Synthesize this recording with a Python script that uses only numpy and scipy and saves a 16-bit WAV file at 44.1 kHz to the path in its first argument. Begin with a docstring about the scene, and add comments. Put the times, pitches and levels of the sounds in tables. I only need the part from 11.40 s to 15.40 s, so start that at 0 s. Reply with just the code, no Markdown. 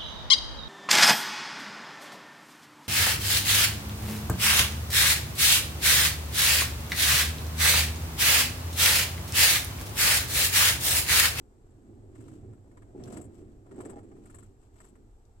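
"""A steering wheel creaks as it slides through the driver's hand, heard close up inside a rolling car.
The rim sticks and slips in quick runs of short creaks over a hollow rub; the palm hisses along it and
bumps it on each regrip. Around it the trim ticks, the steering booms softly, and engine and road rumble
through the body. Of the two microphones in the cabin, the left has a port that rings in the high treble."""
import sys
import numpy as np
from scipy import signal
from scipy.fft import rfft, irfft, next_fast_len
from scipy.io import wavfile
from scipy.ndimage import map_coordinates

SR = 44100
rng = np.random.default_rng(int(sys.argv[2]) if len(sys.argv) > 2 else 0)


def output_pcm(signal):
    """Save a mono or channel-first signal as 16-bit PCM at the path in sys.argv[1].

    Samples are clipped to [-1, 1] before scaling.
    """
    pcm = np.clip(np.atleast_2d(signal).T, -1, 1) * 32767
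    wavfile.write(sys.argv[1], SR, np.round(pcm).astype(np.int16))


N = 176400
TIME = np.arange(N) / SR


def amp(db):
    """Decibels to gain."""
    return 10 ** (np.asarray(db) / 20)


def unit(x):
    """Scale to rms 1."""
    return x / np.sqrt(np.mean(x ** 2) + 1e-20)


def along(points, hz):
    """Read a curve of (Hz, value) points on a log frequency axis."""
    freqs, values = np.transpose(points)
    return np.interp(np.log(hz + 1), np.log(freqs + 1), values)


def fader(points):
    """Join (seconds, dB) points into a level in dB for every sample."""
    return np.interp(TIME, *np.transpose(points))


def wobble(per_s):
    """A smooth random curve with per_s knots a second."""
    knots = rng.standard_normal(int(N * per_s / SR) + 4)
    return map_coordinates(knots, [TIME * per_s])


def filtered(x, response):
    """Pass x through a frequency response."""
    size = next_fast_len(N + SR // 2)
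    hz = np.fft.rfftfreq(size, 1 / SR)
    return irfft(rfft(x, size) * response(hz), size)[..., :N]


def resonances(rows, hz):
    """Summed response of (centre Hz, width Hz, dB) resonances."""
    return sum(amp(db) * 1j * hz * width / (centre ** 2 - hz ** 2 + 1j * hz * width)
               for centre, width, db in rows)


# How alike the sound is at the two microphones. Each row: frequency in Hz, correlation from 0 to 1.
MIC_LIKENESS = [(100, 0.99), (300, 0.78), (550, 1), (1000, 0.42), (2000, 0.23), (5000, 0)]
def stereo(pair, response):
    """Colour two unrelated signals and spread them left and right at rms 1, widest in the treble."""
    def spread(hz):
        angle = np.arccos(np.clip(along(MIC_LIKENESS, hz), -1, 1)) / 2
        return response(hz) * np.array([np.cos(angle), np.sin(angle)])
    mid, side = filtered(pair, spread)
    return unit(np.array([mid + side, mid - side]))


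def noise(colour):
    """Smooth stereo noise of a given colour."""
    return stereo(rng.standard_normal((2, N)), lambda hz: amp(along(colour, hz)))


def catches(per_s, smooth):
    """Tiny random catches of skin on the rim over a share of smooth friction."""
    hits = rng.random(N) < per_s / SR
    return unit(hits * rng.standard_normal((2, N))) + smooth * rng.standard_normal((2, N))


def friction(colour, per_s, smooth):
    """Catches of skin heard in stereo through a given colour."""
    return stereo(catches(per_s, smooth), lambda hz: amp(along(colour, hz)))


def bursts(rows, attack_s, hold_s, t60_s):
    """An envelope that rises, holds and dies away for each (seconds, dB) row."""
    envelope = np.zeros(N)
    for start, db in rows:
        sounding = (TIME > start) & (TIME < start + .25)
        age = TIME[sounding] - start
        decay_db = 60 * np.maximum(age - attack_s - hold_s, 0) / t60_s
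        envelope[sounding] += amp(db - decay_db) * np.minimum(age / attack_s, 1)
    return envelope


# Engine and road from below, tyre noise all round the cabin. Each row: frequency in Hz, gain in dB.
ROAD_COLOUR = [(12, -8), (30, 0), (46, -7.5), (105, -17.5), (150, -25.5), (400, -66)]
TYRE_COLOUR = [(330, 1.5), (430, 4), (560, -12), (770, -3), (1000, -11), (1400, -12.5), (2500, -21),
               (8000, -26.5), (14000, -43)]
def rumble():
    """Engine and tyres come through the body of the car; the tyre noise sinks as it slows."""
    road_db = -57.5 + 1.72 * wobble(per_s=5.26)
    tyre_db = -64.5 - 0.3 * TIME
    return amp(road_db) * noise(ROAD_COLOUR) + amp(tyre_db) * noise(TYRE_COLOUR)


# The steering under load, low in the cabin. Each row: time in seconds, level in dB.
DRONE_LEVEL = [(0, -75), (.4, -62), (.68, -57), (.8, -54), (1.1, -51), (1.25, -60.5), (1.5, -56.5),
               (1.72, -47.5), (1.9, -55.5), (2.1, -56), (2.2, -64), (2.4, -54.5), (2.75, -60), (3, -54),
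               (3.2, -69)]
# Its boom. Each row: frequency in Hz, gain in dB.
BOOM_COLOUR = [(30, -27), (60, -12), (85, -4), (102, 3.5), (117, -1.5), (133, -1), (160, -13.5), (350, -84)]
def steering_drone():
    """The loaded steering booms softly while the wheel moves."""
    return amp(fader(DRONE_LEVEL)) * noise(BOOM_COLOUR)


# Ticks from the nearby trim. Each row: start in seconds, level in dB.
TRIM_TICKS = [(.756, -64), (1.637, -43), (2.118, -65.5), (3.852, -62.5)]
# Their bright edge. Each row: frequency in Hz, gain in dB.
TICK_COLOUR = [(1000, -35), (3300, 6.5), (6000, 5), (8000, -9), (13000, 3.5)]
def trim_ticks():
    """The plastic trim gives small, sharp ticks."""
    return bursts(TRIM_TICKS, attack_s=.0003, hold_s=.002, t60_s=.016) * noise(TICK_COLOUR)


# Palm strokes, close by. Each row: start in seconds, length in seconds, level in dB.
PALM_STROKES = [(0.154, 0.35, -79.5), (0.7, 0.34, -63.5), (1.624, 0.22, -55.5), (1.905, 0.13, -64),
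                (2.327, 0.2, -64.5), (2.726, 0.41, -65.5), (3.186, 0.11, -70.5), (3.301, 0.26, -65.5)]
# Sliding skin. Each row: frequency in Hz, gain in dB.
SKIN_COLOUR = [(300, -9.5), (700, -4.5), (1300, -0.5), (1900, -8), (2600, -2.5), (5000, -7.5),
               (8000, -12.5), (13000, -7)]
def palm_slides():
    """The palm hisses and crackles along the rim, swelling and fading with each stroke."""
    swell = sum(amp(db) * np.sin(np.pi * np.clip((TIME - start) / length, 0, 1))
                for start, length, db in PALM_STROKES)
    flutter_db = 2.2 * wobble(per_s=110)
    return swell * amp(flutter_db) * friction(SKIN_COLOUR, per_s=500, smooth=.75)


# Regrips, centred between the microphones.
# Each row: start in seconds, relative level in dB, pitch most excited in Hz.
REGRIPS = [(0.494, -45.5, 310), (1.026, -44, 293), (1.08, -44.5, 238), (1.549, -36, 358), (1.765, -44, 286),
           (2.013, -43, 367), (2.381, -32, 275), (2.451, -35.5, 435), (2.528, -37.5, 746),
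           (2.561, -35, 660), (2.712, -43.5, 640), (2.785, -46, 430)]
# The wheel's modes. Each row: frequency in Hz, gain in dB, time to fall 60 dB in seconds.
WHEEL_MODES = [(253, -3, 0.08), (296, 7, 0.068), (361, 1, 0.17), (442, -2, 0.097), (666, -13, 0.1),
               (810, -7, 0.13)]
def hand_bumps(focus_db_per_octave=8.5, attack_s=.004):
    """Blows of the hand ring the damped modes of the wheel; where each lands decides which ring most."""
    out = np.zeros((2, N + SR))
    age = np.arange(SR // 4) / SR
    attack = 1 - np.exp(-age / attack_s)
    for start, db, focus_hz in REGRIPS:
        first = round(start * SR)
        for hz, mode_db, t60 in WHEEL_MODES:
            octaves_off = abs(np.log2(hz / focus_hz))
            gain_db = db + mode_db - focus_db_per_octave * octaves_off + rng.normal(0, 1)
            ring = np.sin(2 * np.pi * hz * rng.normal(1, .015) * age)
            out[:, first:first + len(age)] += amp(gain_db - 60 * age / t60) * ring * attack
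    return out[:, :N]


# At the wheel, the rub and its upper ring. Each row: time in seconds, relative level in dB.
RUB_LEVEL = [(0, -63), (.26, -64.5), (.51, -55.5), (.7, -57), (.79, -50), (1.121, -53), (1.16, -60),
             (1.544, -56.5), (1.572, -46.5), (1.72, -44), (1.79, -47), (1.91, -53), (2.02, -52),
             (2.13, -53), (2.209, -62.5), (2.328, -49), (2.45, -46), (2.58, -49.5), (2.66, -51.5),
             (3.03, -58.5), (3.17, -69), (3.62, -59.5), (3.75, -74.5)]
RING_LEVEL = [(0, -76.5), (.82, -69), (1.45, -69), (1.655, -57), (1.71, -50.5), (1.79, -51.5), (1.9, -64),
              (2.22, -72), (2.39, -52.5), (2.5, -56.5), (2.575, -53), (2.63, -66), (3.15, -77)]
# The hollow body of the rim. Each row: frequency in Hz, gain in dB.
RIM_COLOUR = [(100, -37.5), (170, 1), (300, 4.5), (390, 1.5), (460, -10), (560, -15), (750, -35.5),
              (950, -32), (2000, -30), (9000, -47)]
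# Its upper resonances. Each row: centre in Hz, width in Hz, gain in dB.
RING_MODES = [(521, 59, 1.5), (625, 70, 1.5), (711, 17, -0.5)]
def rim_rub():
    """The rim rubs hollowly in the hand, with a throaty upper ring where the hand presses hard."""
    flutter_db = .9 * wobble(per_s=35.27)
    hollow = friction(RIM_COLOUR, per_s=600, smooth=1.0)
    ring = stereo(catches(per_s=500, smooth=.36), lambda hz: resonances(RING_MODES, hz))
    return amp(flutter_db) * (amp(fader(RUB_LEVEL) + 1.5) * hollow + amp(fader(RING_LEVEL)) * ring)


# The rim slipping in the grip, in the foreground.
# Each row: start in seconds, relative squeak level in dB, relative scrape level in dB.
RIM_SLIPS = [(.305, -58.5, -81), (0.7514, -51.5, -62), (0.804, -48, -63), (0.879, -50, -61.5),
             (0.913, -51, -66.5), (1.1285, -56, -66), (1.3117, -59, -67.5), (1.3705, -51, -59.5),
             (1.4193, -53, -61), (1.596, -66, -62), (1.671, -42, -54.5), (1.7184, -35, -58),
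             (1.7652, -33, -48.5), (1.8093, -33, -62), (1.839, -37.5, -69), (2.264, -68, -68),
             (2.311, -54, -59), (2.357, -51, -63), (2.383, -53, -57), (2.4029, -37, -51),
             (2.4493, -36.5, -52.5), (2.4938, -34, -53.5), (2.5274, -73, -64), (2.564, -69, -61),
             (2.5851, -50, -62.5), (2.631, -54.5, -83), (2.7135, -70, -66.5), (2.761, -59, -67),
             (2.8556, -41.5, -61.5), (2.897, -42, -58), (2.9417, -35, -57), (2.983, -36.5, -59),
             (3.0254, -41, -62), (3.2262, -56, -71.5), (3.357, -51.5, -66.5), (3.4015, -40, -57),
             (3.4436, -42, -59), (3.4847, -49, -84), (3.5536, -52, -63)]
# The two voices of a creak. Each row: frequency in Hz, gain in dB.
SQUEAK_COLOUR = [(1800, -27), (3300, -9), (5000, -18.5), (7400, 1), (8300, 6), (10500, 2.5), (13000, 2)]
SCRAPE_COLOUR = [(200, -13), (450, -1.5), (750, -5.5), (980, -2.5), (1150, 0), (1410, 2), (1570, -8.5),
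                 (1750, 1.5), (1930, -3.5), (2100, -3), (2450, -10), (8000, -23.5)]
def rim_creaks(squeak_lag_s=.001):
    """The rim sticks, then slips in a ragged shower of catches: a scrape and a thin squeak."""
    starts, squeak_db, scrape_db = np.transpose(RIM_SLIPS)
    squeak = bursts(zip(starts + squeak_lag_s, squeak_db - 15.5), attack_s=.0025, hold_s=.005, t60_s=.048)
    squeak = squeak * friction(SQUEAK_COLOUR, per_s=2200, smooth=.5)
    scrape = bursts(zip(starts, scrape_db + 2.5), attack_s=.0015, hold_s=.006, t60_s=.036)
    scrape = scrape * friction(SCRAPE_COLOUR, per_s=2200, smooth=.68)
    ragged_db = 2.0 * wobble(per_s=450)
    return amp(ragged_db) * (squeak + scrape)


def cabin_echo(direct, t60_s=.052, echo_db=-3):
    """The close walls of the cabin add a very short echo, starting 2 ms after the direct sound."""
    age = np.arange(SR // 6) / SR
    tail = rng.standard_normal((2, len(age))) * amp(-60 * age / t60_s) * (age > .002)
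    echo = signal.fftconvolve(direct, tail / np.linalg.norm(tail[0]), axes=1)[:, :N]
    return direct + amp(echo_db) * echo


def scene():
    """From inside the cabin: hand and wheel close by, over the rumble of the car."""
    bright = cabin_echo(rim_creaks() + palm_slides() + trim_ticks())
    return bright + rim_rub() + steering_drone() + hand_bumps() + rumble()


# The colour of each microphone, and of their hiss. Each row: frequency in Hz, gain in dB.
LEFT_MIC = [(30, -1.5), (80, 3), (250, -3.5), (430, 0.5), (1000, -1.5), (3000, -8.5), (7000, -7.5),
            (13000, -15)]
RIGHT_MIC = [(30, -3.5), (80, 6), (250, 0), (1000, 0), (1600, -1.5), (3000, -8), (7500, -14.5),
             (13000, -30.5)]
HISS_COLOUR = [(8000, -3), (10500, -8)]
# The ring of the left microphone's port. Each row: centre in Hz, width in Hz, gain in dB.
PORT_MODES = [(7750, 600, 20.5), (7770, 14, 19)]
def record(dry, left_lead_s=.00027, notch_hz=162.6, notch_width_hz=36, top_hz=14330):
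    """Two faintly hissing microphones, the left early and ringing, then a bass notch and a treble cut."""
    def microphones(hz):
        left = amp(along(LEFT_MIC, hz)) * (1 + resonances(PORT_MODES, hz))
        right = amp(along(RIGHT_MIC, hz)) * np.exp(-2j * np.pi * hz * left_lead_s)
        return np.array([left, right])
    picked_up = filtered(dry, microphones) + amp(-80.5) * noise(HISS_COLOUR)
    notch = [(notch_hz, notch_width_hz, 0)]
    return filtered(picked_up, lambda hz: (1 - resonances(notch, hz)) * (hz < top_hz))


dry = scene()
out = record(dry)
output_pcm(out)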